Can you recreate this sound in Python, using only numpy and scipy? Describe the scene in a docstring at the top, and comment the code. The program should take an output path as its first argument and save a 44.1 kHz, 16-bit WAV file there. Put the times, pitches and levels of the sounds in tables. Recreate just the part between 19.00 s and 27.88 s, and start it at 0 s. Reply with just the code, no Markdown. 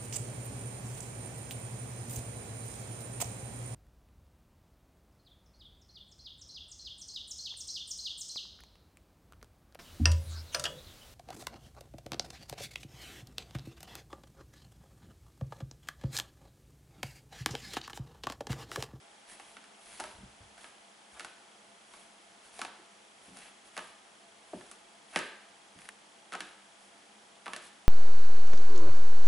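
"""Socks on creaking hardwood

Someone shifts slowly over the floor of a small, quiet room, a camera in hand. Under each step the boards
slip in their joints with a cluster of dry cracks that ring the planks and the room. Socks swish, heels
thud softly, and the camera adds its own hiss and a faint 30-a-second buzz."""
import sys
import numpy as np
from scipy import signal
from scipy.fft import rfft, irfft
from scipy.io import wavfile
from scipy.ndimage import uniform_filter1d

SR = 44100
rng = np.random.default_rng(int(sys.argv[2]) if len(sys.argv) > 2 else 0)


def master(y):
    """Save y as 16-bit WAV."""
    cut = np.clip(np.atleast_2d(y).T, -1, 1)
    pcm = np.round(cut * 32767)  # scale
    wavfile.write(sys.argv[1], SR, pcm.astype(np.int16))


N = 391608
AGE = np.arange(int(.3 * SR)) / SR  # time since the start of a hit [s]
CLICK = 1. * (AGE == 0)
TOP_HZ, USUAL_SLIP_DB = 11020, -38.5  # the camera's treble limit; level of an ordinary board slip


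def undb(db):
    """Decibels to gain."""
    return 10 ** (np.asarray(db) / 20)


def unit(x):
    """Scale to rms 1."""
    return x / np.sqrt(np.mean(x ** 2))


def struck(x):
    """Scale a hit to rms 1 over its first 6 ms."""
    return x / np.sqrt(np.mean(x[:int(.006 * SR)] ** 2))


def fade(t60, t=AGE):
    """Exponential decay, 60 dB down after t60."""
    return np.exp(-np.log(1000) * t / t60)


def add(track, start_s, sound):
    """Mix a sound into a track."""
    i = int(start_s * SR)
    track[i:i + len(sound)] += sound[:N - i]


def log_curve(hz, points, values):
    """Straight lines on a log-frequency axis."""
    return np.interp(np.log(hz + 1), np.log(points), values)


def colour(x, spectrum, size=1024):
    """Minimum-phase EQ through (frequency [Hz], gain [dB]) points."""
    gain = undb(log_curve(np.fft.rfftfreq(size, 1 / SR), *np.transpose(spectrum)))
    cepstrum = irfft(np.log(gain))
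    cepstrum[1:size // 2] *= 2
    cepstrum[size // 2 + 1:] = 0
    return signal.fftconvolve(x, irfft(np.exp(rfft(cepstrum))))[:len(x)]


def resonate(x, hz, width_hz):
    """One resonance, gain 1 at its centre."""
    return signal.lfilter(*signal.iirpeak(hz, hz / width_hz, fs=SR), x)


def resonate_twice(x, hz, width_hz):
    """The same resonance twice in series, for steeper skirts."""
    return resonate(resonate(x, hz, width_hz), hz, width_hz)


def ring(modes, scatter_db, detune):
    """Damped modes; their strength, sign and pitch depend on the spot that is struck."""
    hz, db, t60 = np.transpose(modes)[:, :, None]
    strength, sign, pitch = rng.standard_normal((3, len(modes), 1))
    waves = np.sin(2 * np.pi * hz * (1 + detune * pitch) * AGE) * fade(t60)
    return struck(np.sum(np.sign(sign) * undb(db + scatter_db * strength) * waves, axis=0))


def burst(t60, click_db):
    """One sharp release and a short rattle of fibres, about equally strong at every pitch."""
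    rattle = rng.standard_normal(len(AGE)) * fade(t60)
    spectrum = rfft(rattle / np.linalg.norm(rattle) + undb(click_db) * CLICK)
    return irfft(spectrum / np.abs(spectrum) ** .7) * fade(.1)


def spread(mid, side, side_db, apart_hz=450):
    """Mid and side to left and right; long waves reach both microphones alike."""
    side = signal.lfilter(*signal.butter(1, apart_hz, "high", fs=SR), side)
    return mid + undb(side_db) * side * np.array([[1], [-1]])


# Tone of the air and hiss bed: (frequency [Hz], relative level [dB])
HISS_EQ = [(15, -52), (25, -25), (64, -22.5), (178, -13), (202, -0.5), (235, -14), (288, -7), (619, -7.5),
           (668, -7.5), (721, -10), (798, -7.5), (2780, -11.5), (3240, -12), (3870, -14.5), (11000, -17),
           (14300, -70), (22000, -120)]
# Resonances murmuring in the bed: (centre [Hz], width [Hz], level [dB])
MURMUR_BANDS = [(213.4, 5.8, -76), (680, 13, -71), (817, 89, -69.5)]
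# Stereo width of the bed: (frequency [Hz], side minus mid [dB])
BED_SIDE_EQ = [(60, -19), (110, -5), (190, -14.5), (350, -4), (630, -5.5), (1120, -0.5), (2020, -2),
               (3630, -2.5), (6520, -7.5), (11700, -12)]
def room_tone(hiss_db=-59.96):
    """Steady room air and microphone hiss, with a few low resonances."""
    def air():
        hiss = undb(hiss_db) * unit(colour(rng.standard_normal(N), HISS_EQ, size=8192))
        murmur = sum(undb(db) * unit(resonate(rng.standard_normal(N), hz, width_hz))
                     for hz, width_hz, db in MURMUR_BANDS)
        return hiss + murmur
    return air() + colour(air(), BED_SIDE_EQ) * np.array([[1], [-1]])


def camera_buzz(buzz_db=-72.5, frames_per_s=29.97, first_tick_s=.013, jitter_frames=.0004):
    """The camera ticks faintly once a frame, ringing two narrow resonances."""
    frames = np.arange(int(N / SR * frames_per_s))
    late, tick_db = rng.standard_normal((len(frames), 2)).T
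    times = first_tick_s + (frames + jitter_frames * late) / frames_per_s
    ticks = np.zeros(N)
    ticks[(times * SR).astype(int)] = undb(tick_db)
    upper = resonate_twice(ticks, hz=3300, width_hz=200)
    lower = resonate_twice(ticks, hz=3070, width_hz=200)
    return undb(buzz_db) * unit(upper + undb(-4) * lower)


# Tone of cloth on varnish: (frequency [Hz], relative level [dB])
SOCK_EQ = [(200, -10), (600, -5.5), (2000, -2), (4500, -6.5), (7000, -8), (10500, -1)]
# Slides of the feet: (peak time [s], relative level [dB], length [s])
SOCK_SLIDES = [(0.31, -47.5, 0.059), (0.437, -56.5, .19), (0.94, -49, 0.24), (1.625, -53.5, .1),
               (2.19, -55, 0.16), (2.963, -56, 0.14), (3.453, -55, 0.053), (3.58, -49, .11),
               (4.255, -56, 0.071), (4.395, -52, 0.13), (4.666, -55.5, .045), (4.803, -52.5, 0.13),
               (5.59, -57, 0.25), (6.175, -49, 0.14), (6.83, -56, .11), (7.41, -57, 0.15),
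               (7.825, -60.5, .085), (8.507, -56, 0.11), (8.643, -51, .057)]
def sock_swishes(trim_db=-1, grain_db=2, grain_samples=130, rise_share=.38):
    """Cloth catches and slides in countless tiny steps: a grainy hiss swelling with the foot's speed."""
    t = np.arange(N) / SR
    power = np.zeros(N)
    for peak_s, db, length_s in SOCK_SLIDES:
        offset = (t - peak_s) / length_s
        from_peak = np.maximum(-offset / rise_share, offset / (1 - rise_share))
        power += undb(db) ** 2 * np.exp(-np.minimum(from_peak ** 2.45, 20))
    grain = undb(grain_db * unit(uniform_filter1d(rng.standard_normal(N), grain_samples)))
    mid, side = (unit(colour(rng.standard_normal(N), SOCK_EQ)) for _ in range(2))
    return undb(trim_db) * np.sqrt(power) * grain * spread(mid, side, side_db=-11.5)


# Tone of a crack's woody body and of its bright snap: (frequency [Hz], relative level [dB])
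WOOD_EQ = [(60, -48), (150, -38), (350, 0), (550, 1), (750, -1), (1300, -4.5), (2000, -4), (2700, -3.5),
           (3600, -7), (6000, -24)]
SNAP_EQ = [(100, -68), (1500, -1), (2800, -13), (4000, 3), (5600, -1.5), (7500, -4.5), (10500, 2)]
# Ring of a plank and of the floor on its joists: (pitch [Hz], relative level [dB], t60 [s])
PLANK_MODES = [(693, 14.5, 0.019), (920, -5.5, 0.056), (1183, 5.5, 0.045), (1298, -1, 0.11),
               (1534, 13.5, 0.014), (1713, 6, 0.021), (2130, -35, 0.01), (2500, -49, 0.06),
               (2860, -25, 0.06)]
JOIST_MODES = [(183, -10.5, 0.11), (256, 0, 0.06), (306, -14, 0.24), (363, 2, 0.077), (520, 1.5, 0.0041)]
# Slips, clustered at each shift of weight: (time [s], plank level [dB], plank centre [Hz], snap level [dB])
BOARD_SLIPS = [(.398, -49.5, 1300, -57), (.568, -48.5, 1970, -56.5), (.641, -57, 1830, -60),
               (1.000, -42, 900, -41), (1.0054, -41, 1500, -45), (1.039, -42.5, 1500, -47),
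               (1.579, -54.5, 1540, -60), (1.643, -47.5, 1550, -56.5), (2.196, -43.5, 1650, -45),
               (2.206, -45, 1400, -51), (2.247, -42.5, 1600, -46), (2.937, -52, 1220, -58),
               (3.592, -43, 1150, -48), (3.616, -35.5, 1600, -39), (3.649, -40.5, 1540, -46.5),
               (4.370, -53.5, 1500, -50), (4.388, -59, 2050, -49), (4.7669, -42.5, 1740, -48),
               (4.777, -37.5, 1300, -42), (4.791, -41, 1480, -54), (5.610, -53, 1840, -61),
               (5.714, -51.5, 1480, -45.5), (6.160, -25.5, 1350, -33), (6.172, -44, 1300, -41),
               (6.190, -37, 1650, -40), (7.322, -43, 1540, -53), (7.329, -43, 1270, -48),
               (7.336, -41, 1260, -47.5), (7.352, -39, 1220, -46), (7.4054, -37.5, 2230, -41.5),
               (8.459, -46, 1700, -51.5), (8.465, -41, 1160, -58), (8.480, -39.5, 1250, -52),
               (8.534, -37, 1890, -43), (8.563, -42.5, 1400, -41.5)]
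def board_cracks(even_snap_hz=7100, snap_db_per_octave=15, body_lag_s=.0004, recover_s=.12, cut_hz=138):
    """Each slip snaps, rings the plank and knocks the floor; returns direct sound and reverb send."""
    direct, send = np.zeros(N), np.zeros(N)
    wood_click, snap_click = struck(colour(CLICK, WOOD_EQ)), colour(CLICK, SNAP_EQ)
    pauses = np.abs(np.diff([slip[0] for slip in BOARD_SLIPS], prepend=0))
    for (start_s, plank_db, plank_hz, snap_db), pause_s in zip(BOARD_SLIPS, pauses):
        # the snap brightens as it gains on the plank
        snap_hz = min(even_snap_hz * 2 ** ((snap_db - plank_db) / snap_db_per_octave), TOP_HZ)
        modes = undb(-4) * ring(PLANK_MODES, scatter_db=7.5, detune=.017)
        knock_db = plank_db - 19 + .21 * (plank_db - USUAL_SLIP_DB)  # strong slips carry more low end
        knock = undb(knock_db) * ring(JOIST_MODES, scatter_db=3, detune=.0067)

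        def body(push):
            return undb(plank_db) * struck(resonate(push + modes, plank_hz, width_hz=1700)) + knock

        def snap(push):
            return undb(snap_db) * struck(resonate(push, snap_hz, width_hz=6500))

        # bending waves run faster the higher they are, so the snap comes first
        add(direct, start_s, snap(colour(burst(t60=.007, click_db=-4), SNAP_EQ)))
        add(direct, start_s + body_lag_s, body(struck(colour(burst(t60=.017, click_db=-2), WOOD_EQ))))
        # a step's first slip flexes the whole board; the next stay in the joint and stir the room less
        send_db = -.53 - 2 * np.exp(-pause_s / recover_s)
        # clean clicks feed the room, so the tail's tone stays smooth and even
        add(send, start_s, undb(send_db) * (body(wood_click) + undb(-1) * snap(snap_click)))
    # a narrow board radiates no deep bass
    return signal.sosfilt(signal.butter(5, cut_hz, "high", fs=SR, output="sos"), [direct, send])


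# Crunching runs of many tiny slips, mostly joints giving way; the run at 6.122 s is a faint rustle swelling
# just before the loudest crack: (time [s], length [s], level [dB], centre [Hz])
JOINT_RUNS = [(0.994, 0.015, -41.5, 840), (1.035, 0.023, -51, 824), (2.145, .05, -58.5, 1200),
              (3.604, 0.024, -54, 1300), (4.371, .13, -61.5, 2300), (4.766, 0.031, -49, 1350),
              (6.122, 0.062, -52, 1400), (7.337, .016, -42.5, 1380), (8.462, .014, -46, 1180)]
def joint_crunches(slips_per_s=900, scatter_db=3, usual_width_share=.22, db_per_doubling=12):
    """Tongue and groove stick and slip in a run that swells and dies, driving one board resonance; the same
    sound gives the faint rustle swelling before the loudest crack."""
    out = np.zeros(N)
    for start_s, length_s, db, hz in JOINT_RUNS:
        slipping = rng.random(len(AGE)) < slips_per_s / SR
        slips = slipping * undb(scatter_db * rng.standard_normal(len(AGE)))
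        load = np.sin(np.pi * np.minimum(AGE / length_s, 1))
        # a fainter crunch locks less to the board, so its band is wider
        width_hz = usual_width_share * hz * 2 ** ((USUAL_SLIP_DB - db) / db_per_doubling)
        run = resonate(colour(slips * load, WOOD_EQ), hz, width_hz)
        add(out, start_s, undb(db) * run * np.sqrt(length_s * SR) / np.linalg.norm(run))
    return out


def floor_shake(hz, t60, rise_cycles=.32):
    """The floor shakes around one pitch, swells over part of a cycle and dies away."""
    rumble = resonate_twice(rng.standard_normal(len(AGE)), hz, width_hz=.85 * hz)
    # the foot sets the strength of the shaking; only its pitch wanders
    shaking = np.cos(np.angle(signal.hilbert(rumble)))
    push = (1 - np.exp(-AGE * hz / rise_cycles)) * fade(t60)
    return resonate(shaking * push / push.max(), hz, width_hz=2 * hz)


# Soft blows of heel and sole: (time [s], level [dB], centre [Hz], t60 [s])
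FOOTFALLS = [(1.01, -67.5, 75, 0.47), (1.135, -56, 75, .15), (1.181, -50.5, 99, 0.16),
             (1.23, -46, 108, 0.079), (1.405, -48, 97, 0.048), (2.122, -66, 75, 0.21),
             (3.795, -58, 350, 0.08), (4.28, -53.5, 212, 0.4), (5.5328, -32.5, 543, 0.039),
             (5.54, -43, 204, 0.12), (5.564, -47, 317, .045), (6.756, -52.5, 169, 0.14)]
def foot_thuds(joist_db=1.5, sway_hz=60, sway_t60=.51, sway_db_per_octave=-14):
    """A padded foot lands: a hard, quick contact rings the joists, a soft, slow one sways the floor."""
    out = np.zeros(N)
    for start_s, db, hz, t60 in FOOTFALLS:
        modes = ring(JOIST_MODES, scatter_db=1.5, detune=.01)
        joists = undb(joist_db) * resonate_twice(modes, hz, width_hz=.6 * hz)
        blow = floor_shake(hz, t60)
        sway_db = -9 + sway_db_per_octave * np.log2(hz / sway_hz)
        sway = undb(sway_db) * floor_shake(sway_hz, sway_t60)
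        add(out, start_s, undb(db) * (blow + joists + sway))
    return out


# Close-up ticks: (time [s], level [dB])
CLOSE_TICKS = [(6.789, -55), (6.8186, -55), (6.8544, -54.5), (6.8893, -42)]
def dry_ticks(snap_db=-3):
    """Thin snaps with one short ring each, too near the camera to stir the room."""
    out = np.zeros(N)
    for start_s, db in CLOSE_TICKS:
        body_push = colour(burst(t60=.052, click_db=-1), WOOD_EQ)
        snap_push = colour(burst(t60=.0063, click_db=-14), SNAP_EQ)
        body = struck(resonate(body_push, hz=1750, width_hz=900))
        snap = struck(resonate(snap_push, hz=8000, width_hz=7000))
        add(out, start_s, undb(db) * (body + undb(snap_db) * snap))
    return out


# Small-room reverb, band by band: (frequency [Hz], relative level [dB], t60 [s])
REVERB_BANDS = [(60, 6, .3), (191, 4, 0.29), (350, 2, 0.53), (796, 0.5, 0.54), (1500, -1.5, 0.68),
                (2300, 0, 0.64), (4500, -0.5, 0.63), (7700, -1, 0.27), (11500, -9.5, 0.18)]
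def room_reverb(send, wet_db=1, build_s=.0017, early_db=2, early_t60=.058, clump_db=4):
    """Floor and furniture return quick reflections, the walls a dense tail whose treble dies first."""
    t = np.arange(int(.8 * SR)) / SR
    hz, db, t60 = np.transpose(REVERB_BANDS)
    freqs = np.fft.rfftfreq(len(t), 1 / SR)
    early = fade(early_t60, t)
    onset = 1 - np.exp(-(t / build_s) ** 2)

    def reflections():
        noise = rng.standard_normal(len(t))
        clumps = undb(clump_db * np.sqrt(early) * rng.standard_normal(len(t)))
        spectrum, response = rfft(noise * clumps), 0
        for share, band_db, band_t60 in zip(np.eye(len(hz)), db, t60):
            band = irfft(spectrum * log_curve(freqs, hz, share), len(t))
            envelope = (fade(band_t60, t) + undb(early_db) * early) * onset
            response += undb(band_db) * band * envelope / np.linalg.norm(envelope)
        return signal.fftconvolve(send, response)[:N]
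    return undb(wet_db) * spread(reflections(), reflections(), side_db=-9)


def scene(thud_send_db=-7, sock_send_db=-5, crunch_send_db=-3):
    """The floor lies below the two close microphones, which hear nearly the same direct sound."""
    cracks, send = board_cracks()
    direct = cracks + dry_ticks()
    thuds, socks, crunches = foot_thuds(), sock_swishes(), joint_crunches()
    # scatter from legs and hand differs a little between the microphones
    scatter = rng.standard_normal(len(AGE)) * fade(.012)
    scattered = signal.fftconvolve(direct, scatter / np.linalg.norm(scatter))[:N]
    near = spread(direct, scattered, side_db=-16)
    send += undb(crunch_send_db) * crunches + undb(thud_send_db) * thuds + undb(sock_send_db) * socks[0]
    return near + crunches + thuds + socks + room_reverb(send) + room_tone() + camera_buzz()


def record(dry):
    """The camera cuts the top steeply."""
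    return signal.sosfilt(signal.ellip(10, .2, 70, TOP_HZ, fs=SR, output="sos"), dry)


dry = scene()
out = record(dry)
master(out)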